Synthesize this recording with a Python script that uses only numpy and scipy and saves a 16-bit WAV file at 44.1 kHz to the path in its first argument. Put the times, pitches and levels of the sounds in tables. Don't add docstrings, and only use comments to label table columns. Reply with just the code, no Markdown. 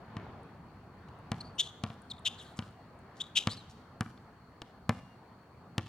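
import sys
import numpy as np
from scipy import signal
from scipy.fft import rfft, irfft, next_fast_len
from scipy.io import wavfile
from scipy.ndimage import uniform_filter1d, map_coordinates

SR = 44100
rng = np.random.default_rng(int(sys.argv[2]) if len(sys.argv) > 2 else 0)


def put_to_file(sound):
    columns = np.atleast_2d(sound).T
    safe = np.clip(columns, -1, 1)
    whole_steps = np.round(safe * 32767)
    wavfile.write(sys.argv[1], SR, whole_steps.astype(np.int16))


def magnitude_from_level(level_db):
    exponent = np.asarray(level_db, float) / 20
    return 10 ** exponent


N = 259308

# time in seconds, rumble level in dB, tyre roar level in dB.
TRAFFIC_LEVELS = [(0.0, -56, -56), (0.23, -50, -52), (0.6, -55, -58.5), (1.46, -51.5, -53.5),
                  (1.67, -57, -57.5), (2.21, -54.5, -56), (2.7, -57.5, -57.5), (3.31, -55, -56),
                  (4.22, -56.5, -59), (4.63, -60, -60.5), (4.93, -57, -59), (5.34, -58.5, -60),
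                  (5.88, -55, -61)]
# frequency in Hz, relative level in dB per Hz.
RUMBLE_SPECTRUM = [(12, -50), (20, -21.5), (83, -1.5), (107, -1), (168, -2.5), (258, -6), (357, -25),
                   (400, -18), (520, -49), (880, -120)]
# frequency in Hz, relative level in dB per Hz.
ROAR_SPECTRUM = [(180, -28), (300, -4.5), (451, -4.5), (522, -6.5), (565, -7.5), (707, -4), (1210, -7),
                 (3530, -28.5), (4410, -32), (7000, -45.5), (9100, -76.5), (15400, -120)]
# frequency in Hz, likeness from 0 to 1.
LEFT_RIGHT_LIKENESS = [(30, .975), (130, .99), (290, .98), (640, .89), (1400, .72), (3100, .25), (6800, 0)]
# frequency in Hz, relative level in dB per Hz.
HISS_SPECTRUM = [(1500, -120), (3000, -4.5), (6000, -1), (9000, -3), (12000, -6.5), (16000, -4)]

# start in seconds, squash in dB,
# squash overtone in dB, ring in dB, crack in dB, brightness in dB.
BOUNCES = [(0.1673, -32.5, -5, -43, -42, -24), (1.317, -27.5, 3.5, -37, -33, 2),
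           (1.837, -28.5, 3.5, -37.5, -32, -1.5), (2.5896, -30, 2, -40.5, -32.5, -5.5),
           (3.4716, -24, 1, -33.5, -23, -7.5), (4.008, -26.5, 2.5, -34.5, -36.5, 8),
           (4.8927, -21.5, 4, -28, -30, 2.5), (5.78, -24, -8, -34, -25.5, -9)]
# squash in dB, squash overtone in dB, ring in dB, crack in dB,
# brightness in dB, how many times quicker than a bounce.
PALM_BLOW = (-34, -2.5, -50, -36.5, -18, 2.81)
PALM_TIME = 4.6177
# frequency in Hz, relative level in dB, time to fade by 60 dB in seconds
SQUASH_MODES = [(101.27, 1.5, 0.073), (228, -4, 0.0706), (338.7, -20.5, 0.11)]
# frequency in Hz, relative level in dB,
# time to fade by 60 dB in seconds.
AIR_MODES = [(451, -13.5, 0.049), (751.4, -1.5, 0.01667), (1028, -13, 0.042), (1164.6, -1.5, 0.019),
             (1712, -0.5, 0.0097), (2294, -8, 0.017)]
# time in seconds
# (they start 1 ms earlier), level against the bounce in dB before dulling.
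DULL_SLAPS = [(.198, -8), (1.343, -12.5), (1.864, -10.5), (1.9023, -8), (2.624, -8.5), (4.062, -13.5),
              (4.926, -19.5), (5.806, -28)]
# frequency in Hz, relative level in dB.
THIN_TONES = [(2810, 0), (5860, -16)]
# start in seconds, length in seconds, starting level in dB.
THIN_TONE_TIMES = [(.17, 0.079, -75.5), (2.6, 0.29, -77), (4.897, 0.26, -68), (5.79, 0.039, -80)]

# time in seconds, lead of the left port in microseconds,
# left-right level difference in dB before PORT_SHADING multiplies it.
PLAYER_POSITION = [(0, 34.6, 0.77), (3.3, 34, 0.8), (5.88, 7.9, 0.7)]
# frequency in Hz, multiplier of the left-right dB.
PORT_SHADING = [(200, 0.5), (700, 3.5), (1500, 4), (3000, 6.5), (6000, 0.56), (12000, 1.5)]
# frequency in Hz, time to fade by 60 dB in seconds.
COURT_FADE = [(100, 0.847), (1000, 0.62), (4000, 1), (12000, 0.79)]

# start in seconds, peak level in dB before its quick onset, frequency in Hz.
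TICKS = [(0.432, -56, 9030), (1.1883, -58, 9080), (2.0192, -47, 9200), (2.1874, -65, 11450),
         (2.1928, -49, 9080), (2.7094, -58.5, 9300), (2.9896, -55.5, 8574), (4.176, -50.5, 3500),
         (5.845, -67.5, 3500)]
# start in seconds, length in seconds, level in dB before fading in and out,
# centre frequency in Hz.
SCUFFS = [(1.082, 0.0131, -63, 2840), (2.396, 0.066, -60, 8300), (2.556, 0.033, -56, 6760),
          (3.136, 0.098, -65, 4680), (3.681, 0.0556, -61.5, 5140)]
# start in seconds, length in seconds, peak level in dB,
# first frequency in Hz, last frequency in Hz, roughness from 0 to 1.
SQUEAKS = [(1.401, 0.019, -43, 4450, 4422, 0.4), (1.58, .042, -25, 3177, 3494, 0.6),
           (2.097, 0.028, -38.5, 4664, 3481, 0.47), (2.246, 0.0427, -28, 3507, 3278, .8),
           (2.375, 0.046, -49.5, 4200, 3208, 0.6), (3.197, .029, -33, 3059, 3817, 0.54),
           (3.35, 0.04566, -23, 3453, 3317, .8), (3.484, 0.0519, -42.5, 3400, 4590, 0.8)]
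# start in seconds, length in seconds, peak level in dB,
# first frequency in Hz, last frequency in Hz, roughness from 0 to 1.
SLIDES = [(1.44, 0.0756, -60.5, 4540, 4510, .15), (1.55, .03, -70.5, 8600, 8700, 0.146),
          (1.63, 0.0624, -49.5, 3750, 3710, 0.98), (2.41, 0.028, -53.5, 3584, 2843, 0.654),
          (2.44, 0.12, -63, 3960, 3822, 0.79), (3.525, .025, -45, 4510, 4440, 0.99),
          (3.572, 0.0442, -53, 4480, 3727, 0.207)]
# share of the length before the peak, rise in dB, sharpness, fall in dB.
SQUEAK_SWELL = (0.625, 36.94, 3.216, 28)
# share of the length before the peak, rise in dB, sharpness, fall in dB.
SLIDE_SWELL = (.15, 6, 1.5, 12)
# delay in seconds, level in dB before random changes.
WALL_ECHOES = [(.022, -23), (.031, -23), (.05, -26.5), (.068, -29), (.09, -33)]


def unit(x):
    return x / np.sqrt(np.mean(x ** 2) + 1e-20)


def along(points, hz):
    f, v = np.transpose(points)
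    return np.interp(np.log(hz + 1), np.log(f + 1), v)


def at(points, s):
    times, *cols = np.transpose(points)
    return [np.interp(s, times, c) for c in cols]


def wobble(rate, size=N):
    points = rng.standard_normal(int(size * rate / SR) + 4)
    return map_coordinates(points, [np.arange(size) * rate / SR])


def filtered(x, response):
    m = next_fast_len(x.shape[-1] + 4096)
    return irfft(rfft(x, m) * response(np.fft.rfftfreq(m, 1 / SR)), m)[..., :x.shape[-1]]


def rush(spectrum, patchy_db):
    z = signal.stft(rng.standard_normal((2, N)), nperseg=512)[2]
    patches = uniform_filter1d(rng.standard_normal(z.shape[1:]), size=5, axis=0)
    patches = uniform_filter1d(patches, size=10, axis=1)
    pair = signal.istft(z * magnitude_from_level(patchy_db * unit(patches)), nperseg=512)[1][:, :N]

    def middle_and_side(hz):
        angle = np.arccos(np.clip(along(LEFT_RIGHT_LIKENESS, hz), -1, 1)) / 2
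        return magnitude_from_level(along(spectrum, hz)) * [np.cos(angle), np.sin(angle)]

    mid, side = filtered(pair, middle_and_side)
    return unit(np.array([mid + side, mid - side]))


def night():
    rumble_db, roar_db = at(TRAFFIC_LEVELS, np.arange(N) / SR)
    rumble = magnitude_from_level(rumble_db + 0.83 * wobble(9.8)) * rush(RUMBLE_SPECTRUM, patchy_db=1.5)
    roar_db = roar_db + 0.8 * wobble(5.7)
    roar = magnitude_from_level(roar_db) * rush(ROAR_SPECTRUM, patchy_db=1.6763)
    roar = roar * magnitude_from_level([[0.6], [-0.6]])
    song = filtered(rng.standard_normal((2, N)), lambda hz: 1 / (1 + ((hz - 4380) / 190) ** 2))
    song = magnitude_from_level(-79 + 1.4 * wobble(25)) * unit(song) * magnitude_from_level([[2.5], [-2.5]])
    return rumble + roar + song


def court(x, near_db, far_db):
    hz, t, z = signal.stft(rng.standard_normal((2, SR // 2)), SR, nperseg=256)
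    alike = np.clip(along(LEFT_RIGHT_LIKENESS, hz), 0, 1)[:, None]
    z[1] = alike * z[0] + np.sqrt(1 - alike ** 2) * z[1]
    fade = magnitude_from_level(-60 * t / along(COURT_FADE, hz)[:, None])
    build_up = np.clip(t / 0.03, 0, 1) ** 2
    tail = signal.istft(z * fade * build_up, SR, nperseg=256)[1]
    tail *= magnitude_from_level(far_db) / np.linalg.norm(tail[0])
    taps = rng.random((30, 3))
    where = ((0.02 + 0.085 * taps[:, 0]) * SR).astype(int)
    size = magnitude_from_level(near_db - 14 * taps[:, 1]) * np.sign(taps[:, 2] - 0.5)
    tail[0, where] += size
    tail[1, where + rng.integers(-2, 3, len(where))] += size
    return signal.fftconvolve(x[None], tail, axes=1)


def add(out, s, x, echoes):
    start = int(s * SR)
    lead_us, pan_db = at(PLAYER_POSITION, s)
    side = np.array([[0.5], [-0.5]])
    late = s - start / SR - side * lead_us * 1e-6

    def port(hz):
        return magnitude_from_level(side * pan_db * along(PORT_SHADING, hz)) * np.exp(-2j * np.pi * hz * late)

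    direct = filtered(np.array([x, x]), port)
    for part in direct, echoes:
        room = out[:, start:start + part.shape[1]]
        room += part[:, :room.shape[1]]


NO_ECHO = np.zeros((2, 1))


def blow(squash_db, overtone_db, ring_db, crack_db, bright_db, quick=1):
    t = np.arange(SR // 5) / SR
    thump = 0
    for (hz, db, t60), extra_db in zip(SQUASH_MODES, (0, overtone_db, -overtone_db)):
        fade = magnitude_from_level(db + extra_db - 60 * quick * t / t60)
        thump = thump + fade * np.cos(2 * np.pi * hz * (quick * t - 0.0041))
    thump -= 1.137 * np.exp(-((t - 0.0012) / 0.00077) ** 2)
    thump = magnitude_from_level(squash_db + 0.5) * thump * (1 - np.exp(-t / 0.00034))

    ring = 0
    for hz, db, t60 in AIR_MODES:
        fade = magnitude_from_level(db + rng.normal(0, 1.5) - 60 * t / t60)
        ring = ring - fade * np.sin(2 * np.pi * hz * rng.normal(1, 0.012) * t)
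    ring = magnitude_from_level(ring_db + 10) * ring * (1 - np.exp(-(t / 0.00064) ** 2))

    noise = rng.standard_normal(len(t))
    smack = unit(filtered(noise, lambda hz: hz / 400 / (1 + (hz / 1300) ** 4)))
    smack_level = magnitude_from_level((squash_db + ring_db) / 2 - 4.5 - 60 * t / 0.0511)
    body = ring + smack_level * smack * (1 - np.exp(-t / 0.00015))

    sweep_hz = 2700 + 11000 * np.exp(-t / 0.0006)
    shape = (magnitude_from_level(bright_db - 13) + (t / 0.001524) ** 2) * np.exp(-(t / 0.001319) ** 1.502)
    crack = shape * np.sin(2 * np.pi * np.cumsum(sweep_hz) / SR + rng.normal(0, 1))
    hush = filtered(rng.standard_normal(len(t)), lambda hz: 1 / (1 + (hz / 6000) ** 2))
    hush = magnitude_from_level(-11.5 - 60 * t / 0.021) * hush * (t > 0.0012)
    crack = magnitude_from_level(crack_db + 10) * (crack + hush)

    peel = np.pad(body + 0.3 * crack, (round(0.013 * SR), 0))[:len(t)]
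    peel = magnitude_from_level(-9.5) / quick ** 2 * filtered(peel, lambda hz: 1 / (1 + 1j * hz / 2500))
    return thump + body + crack + peel


def ball():
    out = np.zeros((2, N))

    def dulling(hz):
        return (0.59 + 1j * hz / 900) / (1 + 1j * hz / 900) / (1 + 1j * hz / 4000) ** 3

    for s, *strength in BOUNCES + [(PALM_TIME, *PALM_BLOW)]:
        x = blow(*strength)
        add(out, s, x, court(x, near_db=-27.0, far_db=-18.5))
        dull = filtered(x, dulling)
        for late, db in DULL_SLAPS:
            if 0 < late - s < 0.1:
                add(out, late - 0.001, -magnitude_from_level(db) * dull, NO_ECHO)
    for s, length, db in THIN_TONE_TIMES:
        t = np.arange(round(length * SR)) / SR
        ping = 0
        for hz, level in THIN_TONES:
            ping = ping + magnitude_from_level(level + 1.04 * wobble(27.7, len(t))) * np.sin(2 * np.pi * hz * t)
        add(out, s, magnitude_from_level(db - 14.2 * t) * ping * signal.windows.tukey(len(t), 0.15), NO_ECHO)
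    return out


def ticks():
    out, t = np.zeros((2, N)), np.arange(400) / SR
    for s, db, hz in TICKS:
        tone = np.sin(2 * np.pi * hz * t + 1.0 * wobble(3000, len(t)))
        x = magnitude_from_level(db - 60 * t / 0.0127) * tone * (1 - np.exp(-t / 0.00027))
        add(out, s, x, court(x, near_db=-28, far_db=-13.5))
    return out


def scuffs():
    out = np.zeros((2, N))
    for s, length, db, hz in SCUFFS:
        size = round(length * SR)
        uneven = rng.standard_normal(size) * magnitude_from_level(4.6 * wobble(460, size))
        x = unit(filtered(uneven, lambda f: 1 / (1 + (0.9 * (f / hz - hz / (f + 1))) ** 2)))
        x = magnitude_from_level(db) * x * np.hanning(size)
        add(out, s, x, court(x, near_db=-19.5, far_db=-11.0))
    return out


def squeal(s, length, peak_db, first_hz, last_hz, grain, swell):
    size = round(length * SR)
    peak, rise_db, sharp, fall_db = swell
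    u = np.arange(size) / size
    before_peak = np.clip(1 - u / peak, 0, 1) ** sharp
    after_peak = np.clip((u - peak) / (1 - peak), 0, 1) ** sharp
    db = peak_db - rise_db * before_peak - fall_db * after_peak

    hz = first_hz + (last_hz - first_hz) * u
    rough = np.clip(grain + 0.35 * (1 - u) ** 2, 0, 1)
    octave_db = -21 + 9.5 * rough + 3 * wobble(170, size)
    tone = 0
    for detune, share in (-0.011, 0.63), (-0.13, 0.6 * rough ** 2), (0.12, 0.5 * rough ** 2):
        waver = (0.013 + 0.055 * rough) * wobble(798.3, size)
        phase = 2 * np.pi * np.cumsum(hz * (1 + detune * rough + waver)) / SR
        rib = np.sin(phase) + magnitude_from_level(octave_db) * (np.sin(2 * phase) + 0.17 * np.sin(3 * phase))
        throb = 1 + (0.45 + 0.19 * rough) * np.tanh(1.7 * wobble(340.5, size))
        tone = tone + share * rib * throb

    def grit_colour(f):
        return (f / 2300) ** 3 / (1 + (f / 2300) ** 3) / (1 + (f / 9000) ** 3)

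    grit = unit(filtered(rng.standard_normal(size), grit_colour))
    mix = unit(tone) + magnitude_from_level(-21.5 + 11.3 * rough) * grit
    return magnitude_from_level(db) * mix * signal.windows.tukey(size, 0.15)


def squeaks():
    out = np.zeros((2, N))
    for rows, swell in (SQUEAKS, SQUEAK_SWELL), (SLIDES, SLIDE_SWELL):
        for row in rows:
            s, x = row[0], squeal(*row, swell)
            add(out, s, x, court(x, near_db=-45, far_db=-23))
            for delay, wall_db in WALL_ECHOES:
                wall_db = wall_db + rng.normal(0, 2.5)
                add(out, s + delay, magnitude_from_level(wall_db + 4.1 * wobble(200, len(x))) * x, NO_ECHO)
    return out


def scene():
    return night() + ball() + ticks() + scuffs() + squeaks()


def top_cut(x):
    return signal.sosfilt(signal.butter(12, 16540, fs=SR, output="sos"), x)


def record(dry):
    noise = rng.standard_normal((2, N))
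    hiss = magnitude_from_level(-80.0) * unit(filtered(noise, lambda hz: magnitude_from_level(along(HISS_SPECTRUM, hz))))

    def microphone(hz):
        bass_cut = 1j * hz / (30 + 1j * hz)
        return bass_cut / (1 - (hz / 11500) ** 2 + 1.4j * hz / 11500)

    mix = filtered(dry, microphone) + hiss
    return top_cut(mix)


dry = scene()
out = record(dry)
put_to_file(out)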